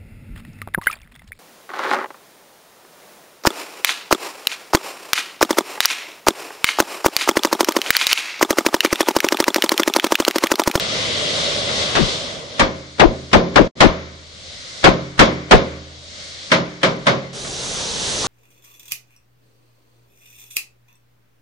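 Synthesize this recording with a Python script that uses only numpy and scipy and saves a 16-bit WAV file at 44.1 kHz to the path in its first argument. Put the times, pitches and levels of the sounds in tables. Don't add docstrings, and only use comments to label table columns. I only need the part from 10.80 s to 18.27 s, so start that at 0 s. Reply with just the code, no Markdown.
import sys
import numpy as np
from scipy import signal
from scipy.fft import rfft, irfft, next_fast_len
from scipy.io import wavfile
from scipy.ndimage import uniform_filter1d

SR = 44100
rng = np.random.default_rng(int(sys.argv[2]) if len(sys.argv) > 2 else 0)


def int16_out(signal):
    q = np.round(np.clip(np.atleast_2d(signal).T, -1, 1) * 32767)
    wavfile.write(sys.argv[1], SR, q.astype(np.int16))


def to_linear_factor(level_db):
    exponent = np.asarray(level_db, float) / 20
    return 10 ** exponent


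N = 329427
T = np.arange(N) / SR


def at(table, hz, column=1):
    rows = np.array(table)
    log_hz = np.log(np.maximum(hz, 1))
    return np.interp(log_hz, np.log(rows[:, 0]), rows[:, column])


def walk(rate_hz):
    held = np.repeat(rng.standard_normal(int(N * rate_hz / SR) + 2), 8)
    slewed = uniform_filter1d(uniform_filter1d(held, size=8), size=8)
    return np.interp(T * rate_hz * 8, np.arange(len(held)), 1.3 * slewed)


def bands():
    size = next_fast_len(N)
    spec = rfft(rng.standard_normal((2, size)))
    centres_hz = 31.25 * 2 ** np.arange(0, 9, .5)
    place = 2 * np.log2(np.arange(1, size // 2 + 2) * SR / size / centres_hz[0])
    for k, hz in enumerate(centres_hz):
        window = np.cos(np.pi / 2 * np.clip(place - k, -1, 1)) ** 2
        yield hz, irfft(spec * window, size)[:, :N]


def spread(pair, correlation):
    power = (1 + np.clip(correlation, -1, 1) * np.array([[1], [-1]])) / 2
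    mid, side = pair * np.sqrt(power)
    return np.array([mid + side, mid - side])


def colour(x, table):
    size = next_fast_len(x.shape[1])
    hz = np.arange(size // 2 + 1) * SR / size
    port_db = [at(table, hz, column=c) for c in (1, 2)]
    gain = to_linear_factor(port_db) * np.sqrt(SR / 2)
    return irfft(rfft(x, size) * gain, size)[:, :x.shape[1]]


def ring(x, hz, t60_s):
    r = np.exp(-np.log(1000) / (t60_s * SR))
    turn = 2 * np.pi * hz / SR
    return signal.lfilter([0, r * np.sin(turn)], [1, -2 * r * np.cos(turn), r ** 2], x)


# start in seconds, strength in dB, boom in dB, body drum in dB.
BLOWS = [(0.8888, -26.5, -13, -55), (1.1516, -14, -10, -44), (1.794, -9, -8, -24), (2.1956, -12, -2.5, -20),
         (2.5304, -9.5, -1.5, -26), (2.757, -11.5, -1.5, -30), (3.0041, -5, -9, -19),
         (4.0405, -5.5, -7, -24), (4.3912, -3, -8.5, -21), (4.7101, -5.5, -7, -16), (5.716, -7, -10, -40),
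         (6.0308, -9.5, -7, -42), (6.2672, -9.5, -7, -42), (6.6454, -35, -4.5, -60)]
# frequency in Hz, left in dB per Hz, right in dB per Hz.
PANEL_SPECTRUM = [(40, -25, -48.5), (132, -31, -23), (216, -22, -20.5), (400, -25, -26.5),
                  (563, -19.0, -18.5), (820, -32, -30.5), (1080, -26, -31), (1660, -32, -32.5),
                  (2200, -25, -33), (2560, -36, -42), (3280, -35.5, -38), (4870, -46, -45),
                  (6480, -54, -50.5), (9200, -75, -59)]
# frequency in Hz, correlation.
PANEL_LIKENESS = [(60, -0.55), (120, 0.88), (250, 0.9), (520, 0.37), (1070, -0.0067), (2190, -0.43),
                  (4500, 0.56), (9250, 0.059)]
# frequency in Hz, T60 in seconds.
PANEL_DECAY = [(40, 0.1), (110, 0.37), (280, 0.35), (740, 0.27), (1940, 0.12), (5120, 0.2), (9000, 0.12)]
# frequency in Hz, level in dB, T60 in seconds.
PANEL_MODES = [(80.3, -11, 1.72), (134.5, -13.5, 1.2), (174, -6.5, 0.73), (188.4, -9, 0.47),
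               (234.5, -7, .45), (302, -17, 1.1), (363, -10.5, 0.57), (394.5, -13, .8), (471, -13.5, .45),
               (537, -8, 0.56), (565, -10.5, 0.44), (640, -8, 0.43), (699, -7, 0.18), (761, -14, 0.21),
               (910, -18.5, .35), (1028, -11.5, 0.36), (1170, -26.5, .35), (1320, -24.5, 0.36)]


def hammer(noise):
    s, strength_db, boom_db, drum_db = np.transpose(BLOWS)
    start, length = (s * SR).astype(int), int(.6 * SR)
    age, flat = T[:length], np.zeros((2, N))
    room = to_linear_factor(-24 - 60 * age / 0.96)
    decay_stretch = 1.2
    for hz, pair in noise[2:]:
        wash = spread(pair[:, ::-1], at(PANEL_LIKENESS, hz))
        boom_share = np.clip(np.log2(1200 / hz), 0, 1)
        build = 1 - np.exp(-age / (0.00051 + 2.2 / hz))
        plate = np.exp(-np.log(1000) * age / (decay_stretch * at(PANEL_DECAY, hz)))
        fall = build * (plate + room)
        for i, size_db in zip(start, strength_db + boom_share * (boom_db - 1.5)):
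            flat[:, i:i + length] += fall[:N - i] * wash[:, i:i + length] * to_linear_factor(size_db + 5)

    scatter_db = 2.5 * rng.standard_normal((len(s), len(PANEL_MODES)))
    lines = 0
    for (hz, mode_db, t60_s), spot_db in zip(PANEL_MODES, scatter_db.T):
        kick = np.zeros(N)
        blow_db = drum_db if hz < 100 else strength_db + boom_db + spot_db
        kick[start] = to_linear_factor(mode_db + blow_db)
        lines = -lines + ring(kick, hz, t60_s)

    kick = np.zeros(N)
    kick[start[[11, 12]]] = to_linear_factor(-22)
    head = ring(kick, 8650, .04) * np.array([[.3], [1]])
    return colour(flat, PANEL_SPECTRUM) + to_linear_factor(5) * lines + head


# start in seconds, length in seconds, signed settling thump,
# share of full scale.
WRAP_LEFT = [
    (1.153, .087, .6, .38),
    (1.796, .026, .7, .62),
    (2.197, .063, .85, .95),
    (2.531, .037, -.55, .9),
    (2.759, .060, -.5, .9),
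    (3.006, .064, -.6, .95),
    (4.042, .051, -.4, .95),
    (4.392, .040, -.3, .95),
    (4.711, .045, -.6, .95),
]
WRAP_RIGHT = [
    (4.718, .026, -.9, 1.05),
]


def unlock(x, wraps, first_hz):
    slowest_hz, slows_per_s, rail, thump_t60_s = 70, 44, 1.6, .14
    out = x.copy()
    wobble_db = 3 * walk(170) + 2.2 * walk(900)
    for s, length_s, thump, full in wraps:
        a, b = int(s * SR), int((s + length_s) * SR)
        part = np.linspace(0, 1, b - a)
        slowing_hz = first_hz * np.exp(-slows_per_s * length_s * part ** 1.1)
        hz = (slowest_hz + slowing_hz) * to_linear_factor(wobble_db[a:b])
        turns_left = np.cumsum(hz[::-1])[::-1] / SR
        shake = (.9 + .7 * (1 - part) ** 2) * (x[a:b] - x[b]) / full
        swing = np.cos(2 * np.pi * turns_left + shake) * np.sign(thump)
        rails = signal.lfilter([.36], [1, -.69], np.tanh(1.9 * swing))
        out[a:b] = rail * full * uniform_filter1d(rails, size=2) + .28 * x[a:b]
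        age = T[:SR // 4]
        settling = np.cos(2 * np.pi * 33 * age ** .97) * to_linear_factor(-60 * age / thump_t60_s)
        out[b:b + len(age)] += rail * full * thump * settling
    return out


def ducking():
    over_db, most_db, hold_s, recover_db_per_s = -17, 9.5, .3, 22
    s, strength_db = np.transpose(BLOWS)[:2, :, None]
    depth = np.clip(strength_db - over_db, 0, most_db) * (T >= s)
    left_db = np.clip(depth - recover_db_per_s * (T - s - hold_s), 0, depth)
    return -left_db.max(axis=0)


# time in seconds, hiss in dB.
HISS_NEAR = [
    (0.0, -22),
    (.07, -25.5),
    (.14, -23.5),
    (0.78, -22.5),
    (.93, -25),
    (1.0, -22.5),
    (1.3, -24.5),
    (1.67, -37),
    (1.8, -36.5),
]
HISS_ASIDE = [
    (1.8, -35),
    (3.7, -36),
    (4.0, -34),
    (6.25, -35.5),
    (6.53, -38),
]
HISS_CLOSE = [
    (6.53, -36),
    (6.56, -29.5),
    (7.27, -22.5),
    (7.47, -21.5),
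]
# frequency in Hz, left in dB per Hz, right in dB per Hz.
TORCH_NEAR = [(40, -40.5, -32.5), (91, -31, -28.5), (350, -33, -32.0), (593, -26, -22), (803, -39, -35.5),
              (1140, -29.5, -40), (1500, -36.5, -33), (1860, -32, -41.5), (2010, -26.5, -33),
              (2540, -32, -38.5), (3370, -26.5, -25.5), (4200, -28, -31), (5900, -36, -35),
              (9230, -51, -46)]
TORCH_ASIDE = [(40, -30.5, -27.5), (90, -25.5, -28), (350, -41.5, -36), (594, -32, -27), (845, -42, -43),
               (1150, -34.5, -45), (1500, -38.0, -34), (1780, -36, -42), (2090, -29, -42.5),
               (2540, -37.0, -41), (3290, -31, -30.5), (4100, -28, -30.5), (6380, -38.0, -35.5),
               (10260, -55.5, -47.5)]
TORCH_CLOSE = [(40, -27.5, -33), (150, -28, -28.5), (325, -35.5, -33.5), (415, -25.5, -30.0),
               (600, -32, -30), (960, -33.5, -40.5), (1200, -37.5, -38.5), (1700, -37, -39.5),
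               (2570, -38, -38.5), (3720, -34, -31), (5300, -35, -36.5), (6130, -33.5, -31),
               (7160, -38.5, -39), (9700, -55, -39)]
# frequency in Hz, correlation.
LIKE_NEAR = [(60, -0.23), (120, 0.91), (250, 0.77), (520, 0.8), (1070, -0.29), (2190, -0.099), (4500, 0.47),
             (9250, 0.21)]
LIKE_CLOSE = [(60, 0.3), (120, 0.51), (250, 0.72), (520, 0.76), (1070, 0.48), (2190, -0.41), (4500, 0.98),
              (9250, 0.63)]


def torch(noise):
    shots = [(HISS_NEAR, TORCH_NEAR, LIKE_NEAR),
             (HISS_ASIDE, TORCH_ASIDE, LIKE_NEAR),
             (HISS_CLOSE, TORCH_CLOSE, LIKE_CLOSE)]
    roar_over_hiss_db = [2.2, 2.2, -1.5]
    roar_follows = [.65, .4, .7]
    flat, out, breathe = np.zeros((2, N)), np.zeros((2, N)), walk(6.8)
    cuts = [slice(int(curve[0][0] * SR), int(curve[-1][0] * SR)) for curve, _, _ in shots]
    levels_db = [np.interp(T[cut], *np.transpose(curve)) for cut, (curve, _, _) in zip(cuts, shots)]
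    levels_db[1] = levels_db[1] + ducking()[cuts[1]]
    for hz, pair in noise:
        flutter = to_linear_factor(.8 * breathe + .9 * walk(16))
        roar_share = np.clip(np.log2(1800 / hz), 0, 1)
        for cut, (_, _, like), hiss_db, roar_db, follows in zip(cuts, shots, levels_db,
                                                                roar_over_hiss_db, roar_follows):
            apart_db = (follows - 1) * (hiss_db - hiss_db.mean())
            level = to_linear_factor(hiss_db + roar_share * (roar_db + apart_db))
            flat[:, cut] += spread(pair[:, cut], at(like, hz)) * level * flutter[cut]
    for cut, (_, spectrum, _) in zip(cuts, shots):
        out[:, cut] = colour(flat[:, cut], spectrum)
    return out


def scrape():
    start_s = 7.41
    swell = np.clip((T - start_s) / (T[-1] - start_s), 0, 1)
    return to_linear_factor(-30) * ring(swell * rng.standard_normal(N), hz=1100, t60_s=.008)


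def scene():
    noise = list(bands())
    saturates, right_db = 2.1, 1.1
    knocks = hammer(noise) * to_linear_factor([[0], [right_db]])
    left, right = saturates * np.tanh(knocks / saturates)
    blows = [unlock(left, WRAP_LEFT, first_hz=2200), unlock(right, WRAP_RIGHT, first_hz=1000)]
    return np.array(blows) + torch(noise) + scrape()


def grain_and_gaps(x):
    top_hz, keep_db, keep_slope = 10000, -45.5, 0.63
    hz, _, spec = signal.stft(x, SR, nperseg=1536)
    power = np.abs(uniform_filter1d(np.abs(spec) ** 2, size=9, axis=1))
    grain = rng.standard_normal(spec.shape) + 1j * rng.standard_normal(spec.shape)
    spec = spec + to_linear_factor(-15.5) * np.sqrt(power) * grain

    edges = np.searchsorted(hz, np.arange(7200, top_hz, 200))
    band_db = 10 * np.log10(np.add.reduceat(power, edges, axis=1) + 1e-18)
    frame_db = 10 * np.log10(power.sum(axis=1, keepdims=True) + 1e-18)
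    chance_db = 7.2 * uniform_filter1d(rng.standard_normal(band_db.shape), size=3)
    margin_db = band_db - keep_db - keep_slope * frame_db - chance_db
    kept = np.clip(margin_db + .5, 0, 1)
    spec[:, edges[0]:] *= np.repeat(kept, np.diff(np.append(edges, len(hz))), axis=1)
    spec[:, hz > top_hz] = 0
    return signal.istft(spec, SR, nperseg=1536)[1][:, :N]


def dropout():
    lost_s, fade_s, gap_s, return_s = 2.877, .033, .036, .022
    s = lost_s + np.cumsum([-.001, .002, fade_s, .004, gap_s, .004, return_s])
    return to_linear_factor(np.interp(T, s, [0, -10, -33, -80, -80, -15, 0]))


def low_pass(x):
    return signal.sosfilt(signal.butter(12, 15700, fs=SR, output="sos"), x)


def record(dry):
    gated = grain_and_gaps(dry) * dropout() * to_linear_factor(-6)
    clipped = np.clip(1.1 * gated, -1, 1)
    return low_pass(clipped)


dry = scene()
out = record(dry)
int16_out(out)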